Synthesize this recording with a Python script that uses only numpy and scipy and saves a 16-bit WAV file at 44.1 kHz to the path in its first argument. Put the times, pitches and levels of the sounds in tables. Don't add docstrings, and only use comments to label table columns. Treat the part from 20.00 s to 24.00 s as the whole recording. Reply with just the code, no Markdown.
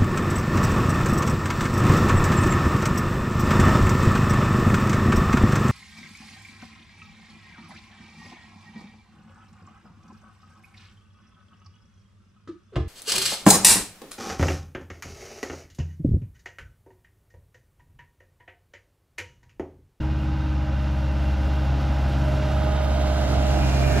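import sys
import numpy as np
from scipy import signal
from scipy.fft import rfft, irfft
from scipy.io import wavfile

SR = 44100
rng = np.random.default_rng(int(sys.argv[2]) if len(sys.argv) > 2 else 0)


def generate_wav(signal):
    frames = np.transpose(np.atleast_2d(signal))
    scaled = np.clip(frames, -1, 1) * 32767
    pcm = np.round(scaled).astype(np.int16)
    wavfile.write(sys.argv[1], SR, pcm)


N = 176400

# (time [s], nearness [0-1], left minus right [dB], left delay [ms])
PATH = [(0, 0.37, -2.5, 0), (2.0, 0.64, -2.5, 0), (2.35, 0.67, -4.5, 0), (2.7, 0.5, -10.5, 0.052),
        (3.4, 0.6, -12.5, 0.1), (4, 0.68, -15.5, 0.12)]


def from_db(db):
    return 10 ** (np.asarray(db) / 20)


def unit_rms(x):
    return x / np.sqrt(np.mean(x ** 2) + 1e-20)


def in_time(rows):
    times, *columns = np.transpose(rows)
    return [np.interp(np.arange(N) / SR, times, column) for column in columns]


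def level(rows):
    return from_db(in_time(rows)[0])


def drift(rate_hz):
    hop, settle = 40, 2000
    pole = np.exp(-2 * np.pi * rate_hz * hop / SR)
    noise = rng.standard_normal(N // hop + settle + 2)
    slow = signal.lfilter([1], [1, -2 * pole, pole * pole], noise)[settle:]
    return np.interp(np.arange(N) / hop, np.arange(len(slow)), unit_rms(slow))


def coloured(x, spectrum):
    hz, db = np.transpose(spectrum)
    f = np.arange(N // 2 + 1) * SR / N + 1e-3
    skirts = np.minimum(1, f / hz[0]) ** 2 * np.minimum(1, hz[-1] / f) ** 2
    gain = from_db(np.interp(np.log(f), np.log(hz), db))
    return unit_rms(irfft(rfft(x) * skirts * gain, N))


def resonance(x, hz, width_hz):
    r = np.exp(-np.pi * width_hz * np.sqrt(2) / SR)
    section = [1, 0, -1, 1, -2 * r * np.cos(2 * np.pi * hz / SR), r * r]
    return unit_rms(signal.sosfilt([section, section], x))


def ring(x, modes):
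    return unit_rms(sum(from_db(db) * resonance(x, hz, width) for hz, width, db in modes))


def tone(turns, order, waver_db, rate_hz, in_step=False):
    start = 0 if in_step else rng.random()
    angle = 2 * np.pi * (order * turns + start) + waver_db * np.log(10) / 20 * drift(rate_hz)
    return unit_rms(-np.cos(angle) * from_db(waver_db * drift(rate_hz)))


def order_tones(turns, table, waver_db, rate_hz):
    nearness = in_time(PATH)[0]
    return sum(from_db(far + (near - far) * nearness)
               * tone(turns, np.round(2 * order) / 2, waver_db, rate_hz) for order, far, near in table)


def firing_gate(turns, decay, depth):
    cylinder_db = [3, -2.5, 1, -1]
    strength = from_db(cylinder_db)[(2 * turns).astype(int) % len(cylinder_db)]
    return unit_rms(1 + depth * strength * np.exp(-(2 * turns % 1) / decay))


def grains(per_s, spread_db):
    sizes = from_db(spread_db * np.minimum(rng.exponential(1, N), 4)) * rng.choice([-1, 1], N)
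    return unit_rms(sizes * (rng.random(N) < per_s / SR))


def placed(x, pan, lag, offset_db=0):
    _, pan_db, lag_ms = in_time(PATH)
    delayed = np.arange(N) - lag * lag_ms * SR / 1000
    left = np.interp(2 * delayed, np.arange(2 * N), signal.resample_poly(x, 2, 1))
    gain = from_db((pan * pan_db + offset_db) / 2)
    return np.array([left * gain, x / gain])


def widening(source, lag):
    # (time [s], amplitude share [0-1])
    spread = [(0, 0), (2.2, 0), (2.7, 0.5), (4, 0.71)]
    width = in_time(spread)[0]
    centre, left, right = source(), source(), source()
    return np.sqrt(1 - width ** 2) * placed(centre, pan=0.02, lag=lag) + width * np.array([left, right])


def exhaust(turns):
    # (time [s], level [dB])
    note_level = [(0, -27), (0.2, -25), (0.4, -26), (0.55, -24), (0.63, -22), (0.66, -29), (0.7, -23.5),
                  (0.85, -24), (1.3, -22.5), (1.95, -22), (2.5, -23.5), (3.05, -21.5), (3.5, -22),
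                  (4, -22.0)]
    octave_level = [(0, -31.5), (0.3, -31.5), (1.2, -32.5), (1.42, -35.5), (1.65, -29), (2.05, -31),
                    (2.3, -27), (2.85, -33.5), (3.1, -32.5), (3.35, -33.5), (3.7, -27), (4, -27.5)]
    puff_level = [(0, -35.5), (1.2, -38.5), (1.8, -33), (3.1, -33), (3.3, -32), (4, -32.5)]
    # (frequency [Hz], level [dB])
    spectrum = [(20, -7), (35, -5), (48, 3), (85, 7.5), (150, -0.5), (240, -3), (310, -1.5), (370, -11),
                (450, -30), (700, -21)]
    # (order [per turn], far level [dB], near level [dB])
    orders = [(1.5, -35.5, -45), (2.5, -39.5, -50.5), (3, -63, -33), (3.5, -38.5, -40.5), (4.5, -73, -30),
              (5, -46.5, -50), (5.5, -48.5, -40.5), (6, -41.5, -39), (6.5, -53.5, -44.5), (7, -50.5, -49),
              (7.5, -67, -31.5), (8, -55, -50), (9.5, -64, -43.5)]
    note = level(note_level) * tone(turns, 2, waver_db=0.06, rate_hz=3.5, in_step=True)
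    octave = level(octave_level) * tone(turns, 4, waver_db=0, rate_hz=2.8, in_step=True)
    gas = rng.standard_normal(N) * firing_gate(turns, decay=0.35, depth=3.6)
    puffs = level(puff_level) * coloured(gas, spectrum)
    neighbours = order_tones(turns, orders, waver_db=2, rate_hz=4)
    return placed(note + octave + neighbours + puffs, pan=0.18, lag=2.1, offset_db=0.9)


def clatter(turns):
    # (frequency [Hz], width [Hz], level [dB])
    panels = [(550, 95, 0), (804, 78, -3), (927, 220, -0.5), (1290, 193, -3.5), (1504, 187, -2),
              (2004, 220, -9.5), (2710, 160, -13.5), (3240, 1150, -14.5)]
    # (time [s], level [dB])
    loudness = [(0, -43), (1.2, -40.5), (2, -38.5), (2.65, -37.5), (3.2, -37.5), (3.6, -37.5), (4, -38)]
    slots = 96
    slot = (turns / 2 * slots).astype(int)
    ticks = np.diff(slot, prepend=0)
    knock = firing_gate(turns, decay=0.12, depth=2)
    ringing = 0
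    for hz, width, db in panels:
        strength = rng.standard_normal(slots)[slot % slots] * from_db(3.85 * rng.standard_normal(N))
        force = 1.03 * unit_rms(ticks * strength) + knock * rng.standard_normal(N)
        ringing += from_db(db) * resonance(force, hz, width)
    return placed(level(loudness) * unit_rms(ringing), pan=0.57, lag=0.48)


def hydraulics(turns):
    # (time [s], level [dB])
    piston_level = [(0, -35.5), (0.6, -37.5), (0.8, -42), (1.05, -39.5), (1.6, -38.5), (2.15, -41),
                    (2.6, -41), (3.2, -39.5), (3.65, -39), (3.82, -40), (4, -36)]
    octave_level = [(0, -48), (0.3, -56), (0.65, -46), (1, -45), (1.55, -45), (2.17, -46.5), (2.28, -33.5),
                    (2.45, -36.5), (2.65, -34), (2.95, -35), (3.2, -35.5), (3.6, -34), (3.7, -42),
                    (3.8, -33.5), (3.92, -32.5), (4, -42)]
    fourth_level = [(0, -61), (1.5, -54.5), (2.4, -61), (2.65, -46.5), (3.0, -52.5), (3.4, -55), (4, -58)]
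    drive_level = [(0, -50), (0.25, -55.1), (0.55, -45.5), (1.1, -50), (1.5, -45), (1.8, -43),
                   (2.15, -42.5), (2.4, -50), (2.68, -38.5), (2.95, -44), (3.15, -49), (3.38, -42),
                   (3.48, -38.5), (3.62, -38), (3.76, -58), (4, -48)]
    hum_level = [(0, -52), (.6, -61), (1.4, -52.5), (2.1, -49.5), (2.4, -47.5), (3.2, -52), (3.75, -50.5),
                 (4, -40)]
    # (order [per turn], far level [dB], near level [dB])
    faint_orders = [(16, -57, -62), (20, -76, -53), (23.5, -56.5, -49.5), (27, -52, -59),
                    (38.7, -68, -52.5), (44.44, -60.5, -57), (45.25, -59, -65)]
    rough_orders = [(54, -65, -58), (72, -64, -57), (81, -65, -54.5), (108, -71, -60), (124, -75, -66)]
    pistons = 9
    piston = level(piston_level) * tone(turns, pistons, waver_db=0.5, rate_hz=11)
    octave = level(octave_level) * from_db(-0.33) * tone(turns, 2 * pistons, waver_db=1.5, rate_hz=24)
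    fourth = level(fourth_level) * tone(turns, 4 * pistons, waver_db=0.5, rate_hz=5)
    drive = level(drive_level) * tone(turns, order=24, waver_db=0, rate_hz=12)
    hum = level(hum_level) * tone(turns, order=12, waver_db=2.5, rate_hz=9.1)
    whines = order_tones(turns, faint_orders, waver_db=3.6, rate_hz=3.4)
    overtones = order_tones(turns, rough_orders, waver_db=3.8, rate_hz=55)
    return (placed(piston, pan=0.23, lag=0.87, offset_db=-1)
            + placed(octave, pan=0.43, lag=3.3, offset_db=-6.5)
            + placed(drive + hum + whines + fourth, pan=0.77, lag=0.37)
            + placed(overtones, pan=0.05, lag=0.35))


def blade_scrape():
    # (frequency [Hz], level [dB])
    spectrum = [(200, -17), (450, 3), (1000, -7), (2000, 1), (3000, 1.5), (4200, -4), (5500, -6),
                (7500, -17.5), (10000, -63), (16000, -30)]
    # (time [s], level [dB])
    loudness = [(0, -51), (1, -48.5), (2, -45), (3.1, -44), (3.6, -39), (4, -41.5)]
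    gain = level(loudness) * from_db(0.5 * drift(11))
    return gain * widening(lambda: coloured(grains(per_s=9000, spread_db=1.5), spectrum), lag=0.97)


def tyres():
    # (frequency [Hz], level [dB])
    spectrum = [(70, 4.5), (150, 6.5), (300, -0.5), (450, -2), (750, -15.5), (1100, -11), (1500, -11),
                (2200, -53), (4000, -74)]
    # (time [s], level [dB])
    loudness = [(0, -54), (1.2, -47.5), (2.1, -46), (2.6, -40), (3.2, -37.5), (4, -29)]
    creaks = [coloured(grains(per_s=3000, spread_db=1), spectrum) for _ in range(2)]
    return level(loudness) * np.array(creaks)


def oil_rush():
    # (time [s], level [dB])
    loudness = [(0, -56), (1.2, -49), (2, -41), (2.6, -40.5), (3.1, -35), (3.5, -34.5), (4, -37.5)]
    rush = level(loudness) * resonance(rng.standard_normal(N), hz=666, width_hz=113)
    return placed(rush, pan=0.34, lag=0.085, offset_db=-3)


def engine_cover(turns):
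    # (time [s], level [dB])
    loudness = [(0, -62), (1.05, -59), (1.28, -53.5), (1.65, -56), (2.1, -62), (2.35, -57), (2.6, -62),
                (3.1, -62), (3.5, -49), (4, -45)]
    knock = rng.standard_normal(N) * firing_gate(turns, decay=0.23, depth=1.7)
    return placed(level(loudness) * resonance(knock, hz=2780, width_hz=114), pan=0.05, lag=0.64)


def gear_growl(turns):
    # (frequency [Hz], width [Hz], level [dB])
    modes = [(1250, 68, -2), (1348, 56, 6), (1526, 120, 4.5)]
    # (time [s], level [dB])
    loudness = [(0, -58), (1.5, -60), (2.3, -48), (2.62, -43), (3.0, -48.5), (3.3, -41.5), (3.7, -47),
                (4, -52)]
    slots = 192
    slot = (turns / 2 * slots).astype(int)
    teeth = np.diff(slot, prepend=0) * rng.choice([-1, 1], slots)[slot % slots]
    strength = from_db(3.9 * rng.standard_normal(N))
    return placed(level(loudness) * ring(teeth * strength, modes), pan=0.15, lag=1.9)


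def grit():
    # (frequency [Hz], width [Hz], level [dB])
    modes = [(2074, 270, 0.5), (3160, 230, 1.5), (3740, 380, 1)]
    # (time [s], level [dB])
    loudness = [(0, -63), (1.5, -67), (2.2, -56), (2.7, -48), (3.0, -45.5), (3.35, -45.5), (3.55, -51),
                (4, -60)]

    def bite():
        return ring(grains(per_s=1100, spread_db=2) * from_db(2 * drift(25)), modes)
    return level(loudness) * widening(bite, lag=0.68)


def crunch_and_hiss():
    # (frequency [Hz], level [dB])
    crunch_spectrum = [(1500, -8), (4000, 6.5), (7000, 3), (9000, -9), (11500, -7.5), (13000, -25),
                       (16000, -10)]
    hiss_spectrum = [(5000, -72), (7500, 5), (9000, -8.5), (11000, 4.5), (12500, -6), (13500, -5.5),
                     (16000, -2)]
    # (time [s], level [dB])
    crunch_level = [(0, -82), (1, -67.5), (2, -63), (2.7, -51.5), (3.2, -44.5), (3.6, -42.5), (4, -39)]
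    hiss_level = [(0, -67.5), (1, -64), (2, -59), (2.7, -57), (3.2, -56), (4, -48)]
    crunch_gain = level(crunch_level) * from_db(1.2 * drift(21))
    crunch = widening(lambda: coloured(grains(per_s=7000, spread_db=1), crunch_spectrum), lag=0.97)
    hiss_gain = level(hiss_level) * from_db(1.3 * drift(13))
    hiss = np.array([coloured(grains(per_s=7000, spread_db=0), hiss_spectrum) for _ in range(2)])
    return crunch_gain * crunch + hiss_gain * hiss


def judder():
    # (time [s], half-length [s], level [dB])
    ridges = [(3.33, 0.042, -27.5), (3.626, 0.14, -35.5), (3.963, 0.099, -31.5)]
    # (frequency [Hz], level [dB])
    spectrum = [(40, -22), (110, 6), (180, -2), (300, -1), (480, -9.5), (700, -17), (1400, -18),
                (2500, -57)]
    t = np.arange(N) / SR
    swell = sum(from_db(db) * np.exp(-((t - at) / half) ** 2) for at, half, db in ridges)
    return placed(swell * coloured(rng.standard_normal(N), spectrum), pan=0.56, lag=0.44)


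def side_rasp():
    # (frequency [Hz], width [Hz], level [dB])
    bands = [(1690, 250, -49), (2320, 310, -46.5)]
    # (time [s], gain [dB])
    swell = [(0, -64), (3.1, -30), (3.45, -7), (3.65, 0), (4, 7)]
    rasp = sum(from_db(db) * resonance(rng.standard_normal((2, N)), hz, width) for hz, width, db in bands)
    return level(swell) * rasp


def side_whines(turns):
    # (order [per turn], level [dB], middle of the swell [s])
    orders = [(20.5, -40, 3.8), (48, -45, 3.85), (52.5, -48, 3.87), (54, -46, 3.88), (63.5, -53, 3.8),
              (72, -45, 3.63), (81.5, -52, 3.55), (125, -59, 3.65)]
    t, swell_s = np.arange(N) / SR, 0.041
    whines = 0
    for order, db, at in orders:
        swell = (1 + np.tanh((t - at) / swell_s)) / 2
        whines += from_db(db) * swell * tone(turns, np.round(2 * order) / 2, waver_db=2.8, rate_hz=18)
    return placed(whines, pan=0.05, lag=0.35)


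def lot_echoes(x):
    # (left delay [s], right delay [s])
    walls = [(0.024, .031), (0.049, .059), (0.083, .071)]
    n = np.arange(N)
    onset = np.minimum(1, n / (0.026 * SR))
    dull = signal.sosfilt(signal.butter(2, 1100, fs=SR, output="sos"), x.mean(0) * onset)
    return sum(np.array([np.interp(n - delay * SR, n, dull, left=0) for delay in wall]) for wall in walls)


def scene():
    # (time [s], speed [turns/s])
    speed = [(0, 34.7), (.25, 34.65), (.45, 34.45), (.7, 34.05), (1.3, 34.0), (1.5, 34.2), (1.95, 34.2),
             (2.12, 33.8), (2.3, 34.15), (2.42, 34.0), (2.6, 34.32), (2.85, 34.2), (3.0, 34.0),
             (3.55, 33.97), (3.78, 33.55), (4, 33.55)]
    turns = np.cumsum(in_time(speed)[0]) / SR
    machine = clatter(turns) + gear_growl(turns) + engine_cover(turns) + side_rasp()
    machine += hydraulics(turns) + side_whines(turns) + oil_rush()
    machine += blade_scrape() + crunch_and_hiss() + judder() + grit() + tyres()
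    return exhaust(turns) + machine + from_db(-23) * lot_echoes(machine)


def record(dry):
    fade_s, stopband_hz = 0.005, 16600
    fade = np.sin(np.pi / 2 * np.minimum(1, np.arange(N) / (fade_s * SR))) ** 2
    return signal.sosfilt(signal.cheby2(14, 70, stopband_hz, fs=SR, output="sos"), dry * fade)


dry = scene()
out = record(dry)
generate_wav(out)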